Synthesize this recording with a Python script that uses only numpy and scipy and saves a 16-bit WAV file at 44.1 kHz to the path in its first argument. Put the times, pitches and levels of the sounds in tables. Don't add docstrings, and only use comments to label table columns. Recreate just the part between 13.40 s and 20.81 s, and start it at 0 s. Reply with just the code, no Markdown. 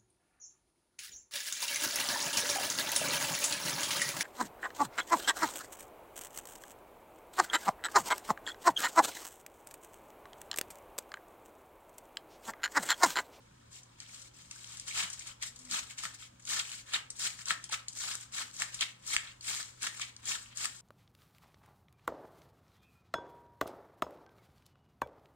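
import sys
import numpy as np
from scipy import signal
from scipy.fft import rfft, irfft, next_fast_len
from scipy.io import wavfile
from scipy.ndimage import uniform_filter1d, map_coordinates

SR = 44100
rng = np.random.default_rng(int(sys.argv[2]) if len(sys.argv) > 2 else 0)


def gain_from_db(level_db):
    decades = np.asarray(level_db, float) / 20
    return 10 ** decades


def file_out(sig):
    cols = np.atleast_2d(sig).T
    lim = np.clip(cols, -1, 1)
    pcm = np.round(lim * 32767).astype(np.int16)
    wavfile.write(sys.argv[1], SR, pcm)


N = 326781

# (frequency [Hz], density [dB per Hz])
AIR_COLOUR = [(13, -38), (22, -12.5), (70, -4.5), (122, -9.5), (165, -7.5), (270, -9), (420, -15.5),
              (554, -9), (618, -17.5), (988, -10.5), (2520, -27), (7810, -22.5), (16000, -51)]
# (frequency [Hz], likeness [-1 to 1])
CAPSULE_LIKENESS = [(60, 0.91), (200, 0.9), (380, -0.16), (550, -0.4), (750, 0.26), (1100, -0.036),
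                    (8000, -0.16)]
# (frequency [Hz], peak level [dB])
HUM_LINES = [(59.2, -77.5), (118.4, -65.5)]
# (time [s], level [dB])
PAN_RINGS = [
    (2.188, -59),
    (2.245, -64.5),
]

# (time [s], length [s], crisp level [dB], # crunch above
# crisp [dB])
RUSTLES = [(.315, 0.084, -55.5, -9.5), (0.587, 0.089, -61, -2), (0.676, 0.2, -56.5, -8),
           (0.941, 0.15, -61, -8), (1.099, 0.21, -56, -7.5), (1.27, 0.18, -54.5, -5.5),
           (1.469, 0.043, -45, -6.5), (1.69, 0.1, -53, -9.5), (1.788, .05, -54.5, -3),
           (1.846, 0.075, -52, -4), (2.055, 0.034, -46.5, -11), (2.15, 0.21, -61.5, -7.5),
           (2.488, .05, -56.5, -5.5), (2.58, 0.042, -47.5, -3), (2.789, 0.077, -54.5, -3.5),
           (3.023, 0.055, -62.5, -12), (3.259, 0.15, -49, -5.5), (3.468, 0.1, -55, -1),
           (3.71, 0.023, -62, -24), (3.758, .035, -53, -13), (3.984, 0.046, -53, -5),
           (4.219, 0.053, -58.5, -1), (4.483, 0.13, -63, -7), (4.799, 0.048, -54, -7.5),
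           (5.13, 0.09, -53.5, -13), (5.28, 0.23, -53, -4.5), (6.022, 0.033, -54, -9), (6.36, .04, -65, -5),
           (6.527, 0.16, -51.5, -6), (6.83, 0.067, -54, -1),
           (2.74, 0.018, -53, -7),
    (5.625, .04, -60.5, -3),
    (5.8, 0.12, -62, 6),
    (7.1, 0.037, -73.5, 13),
    (7.3, 0.17, -59, -18),
    (6.79, 0.018, -67.5, 0),
    (5.59, 0.016, -70, -11),
    (2.5, 0.017, -50.5, -3.5),
]
# (time [s], length [s], crest position [share 0-1], crisp level [dB],
# crunch above crisp [dB])
SLICES = [(1.53, .11, 0.56, -37.5, -3), (2.3, 0.091, 0.4, -39, -5.5), (3.074, 0.13, 0.4, -37, -6.5),
          (3.794, 0.081, 0.66, -36, -7.5), (4.557, 0.19, .3, -41.5, -9.5), (4.935, 0.085, .55, -40, -6.5),
          (5.666, 0.09, 0.8, -38, -8.5), (6.046, 0.17, 0.21, -40, -8.5), (6.414, 0.061, 0.26, -40, -5),
          (6.858, .1, 0.44, -38.5, -8), (7.163, 0.092, 1, -38.5, -7)]
# (time [s], length [s], crisp level [dB], crunch above crisp [dB],
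# depth above crisp [dB])
CHOPS = [
    (2.018, 0.016, -40, -2.5, -9),
    (2.627, .025, -36.5, -6, -4.5),
    (4.069, 0.044, -36, -4.5, -3.5),
    (5.189, 0.036, -36, -4.5, -5),
]
# (time [s], length [s], crisp level [dB],
# crunch above crisp [dB], depth above crisp [dB])
CORE_SPLITS = [
    (3.526, 0.038, -41.5, 4.8, 0),
    (4.314, 0.03, -39.5, 0.68, -4.5),
    (5.404, 0.024, -39.5, 5.4, -4),
    (6.607, .025, -47, 7.6, -3),
]

# (frequency [Hz], density [dB per Hz])
CRISP_COLOUR = [(2060, -14), (3500, -7.5), (4340, -2), (6010, -2.5), (7750, 1), (8210, -4), (10700, -18),
                (14600, -23.5), (16000, -26)]
CRUNCH_COLOUR = [(1200, -31), (1800, -8.5), (2200, -1.5), (3200, -2), (4200, -4.5), (5000, -11),
                 (7000, -35)]
DEPTH_COLOUR = [(100, -70), (200, -17), (450, -25.5), (800, -8.5), (1200, -1.5), (1800, -4), (2200, -22.5),
                (3200, -40)]

# (time [s], peak level [dB])
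VEIN_TICKS = [(0.3277, -44), (0.4326, -43.5), (0.7444, -39), (0.764, -46), (0.7961, -43), (1.291, -39),
              (1.347, -42), (1.02, -46), (0.818, -36), (1.1129, -39), (1.3213, -33), (1.3704, -36),
              (1.3972, -28.5), (1.4686, -44), (1.4838, -33), (1.7007, -27), (1.73, -25.5),
              (1.7933, -29.5), (1.87, -31.5), (2.025, -26.5), (2.1604, -38), (2.1904, -33.5),
              (2.2147, -40), (2.25, -37),
              (2.9966, -43), (3.0222, -42), (3.052, -35), (3.072, -32), (3.091, -29), (3.702, -28),
               (3.764, -35), (3.7938, -42), (4.0564, -29), (4.2405, -29.5), (4.4834, -27.5), (4.5273, -34),
               (4.57, -33), (4.5875, -28), (4.6053, -29), (4.81, -34.5), (4.9232, -39), (4.9437, -38),
               (5.1402, -39), (5.166, -34), (5.1966, -30), (5.344, -23.5), (5.676, -26), (6.028, -39),
               (6.042, -34), (6.4297, -25), (6.8428, -45), (6.855, -30), (7.1729, -27), (7.364, -38)]
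# (time [s], peak level [dB], pitch [Hz])
RIB_BREAKS = [(0.602, -33.5, 4600), (1.1602, -38.5, 1560), (1.2438, -34.5, 3240), (1.2735, -41, 5880),
              (2.0258, -25.5, 2050), (2.2727, -44, 1980), (2.312, -26, 4480), (2.583, -37, 5330),
              (2.588, -34, 3200), (2.636, -24, 1260), (4.4825, -34, 3400), (3.3164, -31, 3000),
              (1.4827, -28, 3000), (3.536, -21.5, 3180), (3.9905, -36, 1880), (4.0838, -24.5, 4350),
              (4.291, -37, 3360), (4.296, -29.5, 870), (4.324, -30, 3340), (5.4095, -17.5, 3240),
              (6.0093, -37.5, 4450), (6.421, -30, 4320), (6.468, -21, 1870), (6.575, -34, 1500),
              (6.5963, -27.5, 1180), (6.6168, -22.5, 2370), (6.7644, -38.5, 4440), (1.1112, -33, 2620),
              (6.874, -41, 5320), (7.1602, -45, 4300)]

# (time [s], peak level [dB], blade edge [dB], crack [dB], thud [dB])
TAPS = [(1.5912, -34, 0, -12, -35), (1.635, -29.5, -13, 3, -11), (2.6532, -14.5, -28, -15, -31.5),
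        (3.193, -42, -31, 22.5, -31), (4.1065, -7, -12.5, -32, -32.5), (5.2208, -10.5, -12.5, -11, -40),
        (5.7652, -11.5, 0, -5, -60), (6.165, -25, -22, -12, -42), (6.2277, -41, -14, 12, -30),
        (6.4715, -16.5, -16, -8, -38), (7.2554, -15.5, -18, -4.5, -49)]
# (frequency [Hz], level [dB], decay t60 [s])
BOARD_MODES = [(1827, -9.5, 0.017), (1390, -12.5, 0.015), (2050, -4, 0.004)]
BLADE_MODES = [(2210, 3.5, 0.0031), (2620, -4, 0.0058), (3170, -16, 0.015)]

# (frequency [Hz], decay t60 [s])
WALL_DECAY = [(300, 0.41), (2000, 0.3), (5000, 0.19), (12000, 0.22)]
# (frequency [Hz], left minus right [dB])
LEFT_LEAN = [(300, 0.5), (700, -1.5), (1400, 2.5), (2800, 0), (5500, 3), (9000, 6), (14000, 0)]

EDGE_S, EDGE_DB = 0.021, 22.5
SLICE = dict(entry_db=(8.5, 10.5, 13.5), sag_db=(4, 2, 0.5), release_s=0.014,
             drop_db=(8.5, 11.5, 12.5), settle_db_per_s=(124, 113, 98))
CHOP = dict(entry_db=(10, 12, 13), sag_db=(2, 1.5, 1), release_s=0.018,
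            drop_db=(14, 17, 14.5), settle_db_per_s=(201, 177, 203))
RUSTLE = dict(entry_db=(4, 6, 7), sag_db=(5.5, 4.5, 11), release_s=0.012,
              drop_db=(10.5, 14.5, 5), settle_db_per_s=(250, 250, 250))
SLICE_DEPTH_DB, RUSTLE_DEPTH_DB = -2, -4
CHOP_CREST, SPLIT_CREST, RUSTLE_CREST = 0.93, 0.27, 0.44
REST_DB = -77.5
RIB = dict(note=0.72, rise_s=0.0012, t60=0.017, sharp=1, ragged_db=1.5)
VEIN = dict(note=0.35, rise_s=0.001, t60=0.035, sharp=0.9, ragged_db=4)
VEIN_HZ, VEIN_SCATTER = 7050, 0.04
CAPSULE_LAG, CROSS_LAG = 4, 26
TOP_HZ = 15830


def unit(x):
    return x / np.sqrt(np.mean(x ** 2) + 1e-20)


def along(points, hz):
    f, v = np.transpose(points)
    return np.interp(np.log(hz + 1), np.log(f + 1), v)


def wobble(rate):
    knots = rng.standard_normal(int(N * rate / SR) + 4)
    return map_coordinates(knots, [np.arange(N) * rate / SR])


def filtered(x, response):
    m = next_fast_len(N + SR // 2)
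    return irfft(rfft(x, m) * response(np.fft.rfftfreq(m, 1 / SR)), m)[..., :N]


def patchy(x, depth_db, size):
    z = signal.stft(x, nperseg=size)[2]
    field = uniform_filter1d(rng.standard_normal(z.shape[1:]), size=4, axis=0)
    field = uniform_filter1d(field, size=5, axis=1)
    return signal.istft(z * gain_from_db(depth_db * unit(field)), nperseg=size)[1][:, :N]


def kitchen():
    t = np.arange(N) / SR
    pair = patchy(rng.standard_normal((2, N)), depth_db=2.2, size=2048)

    def mid_and_side(hz):
        turn = np.arccos(np.clip(along(CAPSULE_LIKENESS, hz), -1, 1)) / 2
        return gain_from_db(along(AIR_COLOUR, hz)) * [np.cos(turn), np.sin(turn)]

    mid, side = filtered(pair, mid_and_side)
    air = gain_from_db(-65 + 0.64 * wobble(3.384)) * unit(np.array([mid + side, mid - side]))
    tones = 0
    for hz, db in HUM_LINES:
        cycles = hz * t + np.cumsum(3.52 * wobble(12)) / SR
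        tones = tones + gain_from_db(db + 1.7 * wobble(22)) * np.sin(2 * np.pi * cycles)
    for (s, db), hz in zip(PAN_RINGS, (249, 182)):
        age = np.maximum(t - s, 0)
        swell = age / 0.05 * np.exp(1 - age / 0.05)
        cycles = hz * age * (1.03 - 0.15 * age)
        tones = tones + gain_from_db(db + 2.5 * wobble(30)) * swell * np.sin(2 * np.pi * cycles)
    return air + tones


def effort(s, length, crest, levels_db, entry_db, sag_db, release_s, drop_db, settle_db_per_s):
    steps_s = [-EDGE_S, EDGE_S, crest * length, (1 - crest) * length + 1e-4, release_s, 1]
    knots = s + np.cumsum(steps_s)
    end = np.add(sag_db, drop_db)
    below = np.array([np.add(entry_db, EDGE_DB), entry_db, 0 * end, sag_db, end, end + settle_db_per_s])
    t = np.arange(0, N, 32) / SR
    curves = [db + np.interp(t, knots, -column, left=-99) for db, column in zip(levels_db, below.T)]
    return gain_from_db(2 * np.array(curves))


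def strokes():
    power = gain_from_db(2 * REST_DB)
    for s, length, db, crunch in RUSTLES:
        levels = (db, db + crunch, db + crunch + RUSTLE_DEPTH_DB)
        power = power + effort(s, length, RUSTLE_CREST, levels, **RUSTLE)
    for s, length, crest, db, crunch in SLICES:
        levels = (db, db + crunch, db + crunch + SLICE_DEPTH_DB)
        power = power + effort(s, length, np.clip(crest, 0, 1), levels, **SLICE)
    for cuts, crest in [(CHOPS, CHOP_CREST), (CORE_SPLITS, SPLIT_CREST)]:
        for s, length, db, crunch, depth in cuts:
            power = power + effort(s, length, crest, (db, db + crunch, db + depth), **CHOP)
    return uniform_filter1d(np.repeat(np.sqrt(power), 32, axis=1), size=100)[:, :N]


def bursts(count, lo_hz, hi_hz, cycles, spread_db, size):
    when, pitch, big, spot = rng.random((count, 4)).T
    hz = lo_hz * (hi_hz / lo_hz) ** pitch
    turns = hz[:, None] * np.arange(size) / SR
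    gain = hz * gain_from_db(-spread_db * np.log(big + 1e-4))
    shapes = gain[:, None] * np.sin(2 * np.pi * turns) * np.exp(-turns / cycles)
    start = (when * N).astype(int) + (spot * 6).astype(int) * (N + size)
    index = start[:, None] + np.arange(size)
    row = np.bincount(index.ravel(), shapes.ravel(), 6 * (N + size))
    return row.reshape(-1, N + size)[:, :N]


def leaves():
    clump = 1.7 * wobble(90)
    fizz = bursts(count=60000, lo_hz=3000, hi_hz=16860, cycles=4.7, spread_db=1.0, size=40)
    crunch = bursts(count=24000, lo_hz=1644, hi_hz=6000, cycles=1.93, spread_db=3.0, size=90)
    give = bursts(count=12000, lo_hz=194, hi_hz=2690, cycles=1.97, spread_db=1.63, size=260)
    layers = [(fizz, CRISP_COLOUR, 2.1), (crunch, CRUNCH_COLOUR, 3.76), (give, DEPTH_COLOUR, 0.6)]
    out = 0
    for (cells, colour, extra_db), gain in zip(layers, strokes()):
        cells = filtered(cells, lambda hz: gain_from_db(along(colour, hz)))
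        level = gain * gain_from_db(extra_db + clump + 0.23 * wobble(120))
        out = out + cells / np.std(cells.sum(0)) * level
    return out


def fibres():
    cracks = bursts(count=2500, lo_hz=4000, hi_hz=8900, cycles=0.84, spread_db=3, size=30)
    cracks = filtered(cracks, lambda hz: gain_from_db(along(CRISP_COLOUR, hz) / 2))
    return gain_from_db(-7) * strokes()[0] * cracks / np.std(cracks.sum(0))


def thin(hz):
    radiation = (1j * hz / (900 + 1j * hz)) ** 3
    return radiation / (1 - (hz / 8300) ** 2 + 0.8j * hz / 8300) ** 4


def snap(hz, t, note, rise_s, t60, sharp, ragged_db):
    ragged = np.repeat(rng.standard_normal(len(t) // 40), 40)
    spray = rng.standard_normal(len(t)) * gain_from_db(ragged_db * ragged)
    click = 0.7 * spray * gain_from_db(-60 * t / 0.003)
    tone = note * np.sin(2 * np.pi * hz * t) * gain_from_db(-60 * t * hz / 30)
    hiss = unit(signal.lfilter(*signal.iirpeak(hz, max(sharp, 0.3), SR), spray))
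    return click + tone + 0.55 * hiss * gain_from_db(-60 * t / t60) * (1 - np.exp(-t / rise_s))


def ribs():
    out, t = np.zeros((6, N + 2000)), np.arange(2000) / SR
    breaks = [(s, db, hz, RIB) for s, db, hz in RIB_BREAKS]
    for s, db in VEIN_TICKS:
        hz = VEIN_HZ * np.exp(VEIN_SCATTER * rng.standard_normal())
        breaks.append((s, db - 5, hz, VEIN))
    for k, (s, db, hz, kind) in enumerate(breaks):
        out[k % 6, round(s * SR):][:len(t)] += gain_from_db(db - 3) * snap(hz, t, **kind)
    return filtered(out[:, :N], thin)


def modes(table, t):
    out = 0
    for hz, db, t60 in table:
        out = out + gain_from_db(db + rng.normal(0, 1.5) - 60 * t / t60) * np.sin(2 * np.pi * hz * t)
    return out


def board():
    out, low, t = np.zeros(N + 6000), np.zeros(N + 6000), np.arange(6000) / SR
    rise = 1 - np.exp(-t / 0.0003)
    thump = (1 - np.exp(-t / 0.011)) * np.sin(2 * np.pi * 175 * t)
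    push = t / 0.0015 * np.exp(1 - t / 0.002)
    for s, db, edge_db, crack_db, thud_db in TAPS:
        hit = slice(round(s * SR), round(s * SR) + len(t))
        rough_phase = 2 * np.pi * 7600 * t + 1.5 * rng.standard_normal(len(t))
        crack = gain_from_db(crack_db + 3 - 60 * t / 0.008) * np.sin(rough_phase)
        ring = modes(BOARD_MODES, t) + gain_from_db(edge_db + 6.5) * modes(BLADE_MODES, t)
        out[hit] += gain_from_db(db - 3.5) * rise * (ring + crack)
        low[hit] += gain_from_db(db + thud_db + 1.5 - 60 * t / 0.052) * thump
        low[hit] += gain_from_db(db + edge_db - 40) * push
    return filtered(out[None, :N], thin), low[:N]


def placed(spots, scatter_db, t60):
    t = np.arange(600) / SR
    paths = gain_from_db(scatter_db - 60 * t / t60) * rng.standard_normal((len(spots), 2, len(t)))
    paths[:, 0, CAPSULE_LAG] += 1
    paths[:, 1, 0] += 1
    paths /= np.linalg.norm(paths, axis=2, keepdims=True)
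    return signal.fftconvolve(spots[:, None], paths, axes=2)[..., :N].sum(0)


def walls(x):
    hz, t, z = signal.stft(rng.standard_normal((2, SR // 2)), SR, nperseg=256)
    decay = gain_from_db(-60 * t / along(WALL_DECAY, hz)[:, None])
    tail = signal.istft(z * decay, SR, nperseg=256)[1]
    late = np.pad(x, (260, 0))[None]
    return signal.fftconvolve(late, tail / np.linalg.norm(tail[0]), axes=1)[:, :N]


def scene():
    shreds = patchy(leaves(), depth_db=1.5, size=256)
    snaps = fibres() + ribs()
    taps, thuds = board()
    near = placed(shreds, scatter_db=-15, t60=0.029)
    near = near + placed(snaps, scatter_db=-21, t60=0.008)
    near = near + placed(taps, scatter_db=-24, t60=0.007)
    wet = gain_from_db(-8.5) * walls(shreds.sum(0) + snaps.sum(0)) + gain_from_db(-9) * walls(taps[0])

    def lean(hz):
        return (hz > 110) * gain_from_db(np.outer([0.5, -0.5], along(LEFT_LEAN, hz)))

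    return filtered(near + wet, lean) + thuds + kitchen()


def band_limit(x):
    return signal.sosfilt(signal.butter(12, 16470, fs=SR, output="sos"), x)


def record(dry):
    late = np.pad(dry[::-1], ((0, 0), (CROSS_LAG, 0)))[:, :N]
    late = 0.3 * filtered(late, lambda hz: 1 / (1 + (hz / 4000) ** 2))
    hiss = gain_from_db(-83) * rng.standard_normal(dry.shape)
    mix = filtered(dry + late + hiss, lambda hz: hz < TOP_HZ)
    return band_limit(mix)


dry = scene()
out = record(dry)
file_out(out)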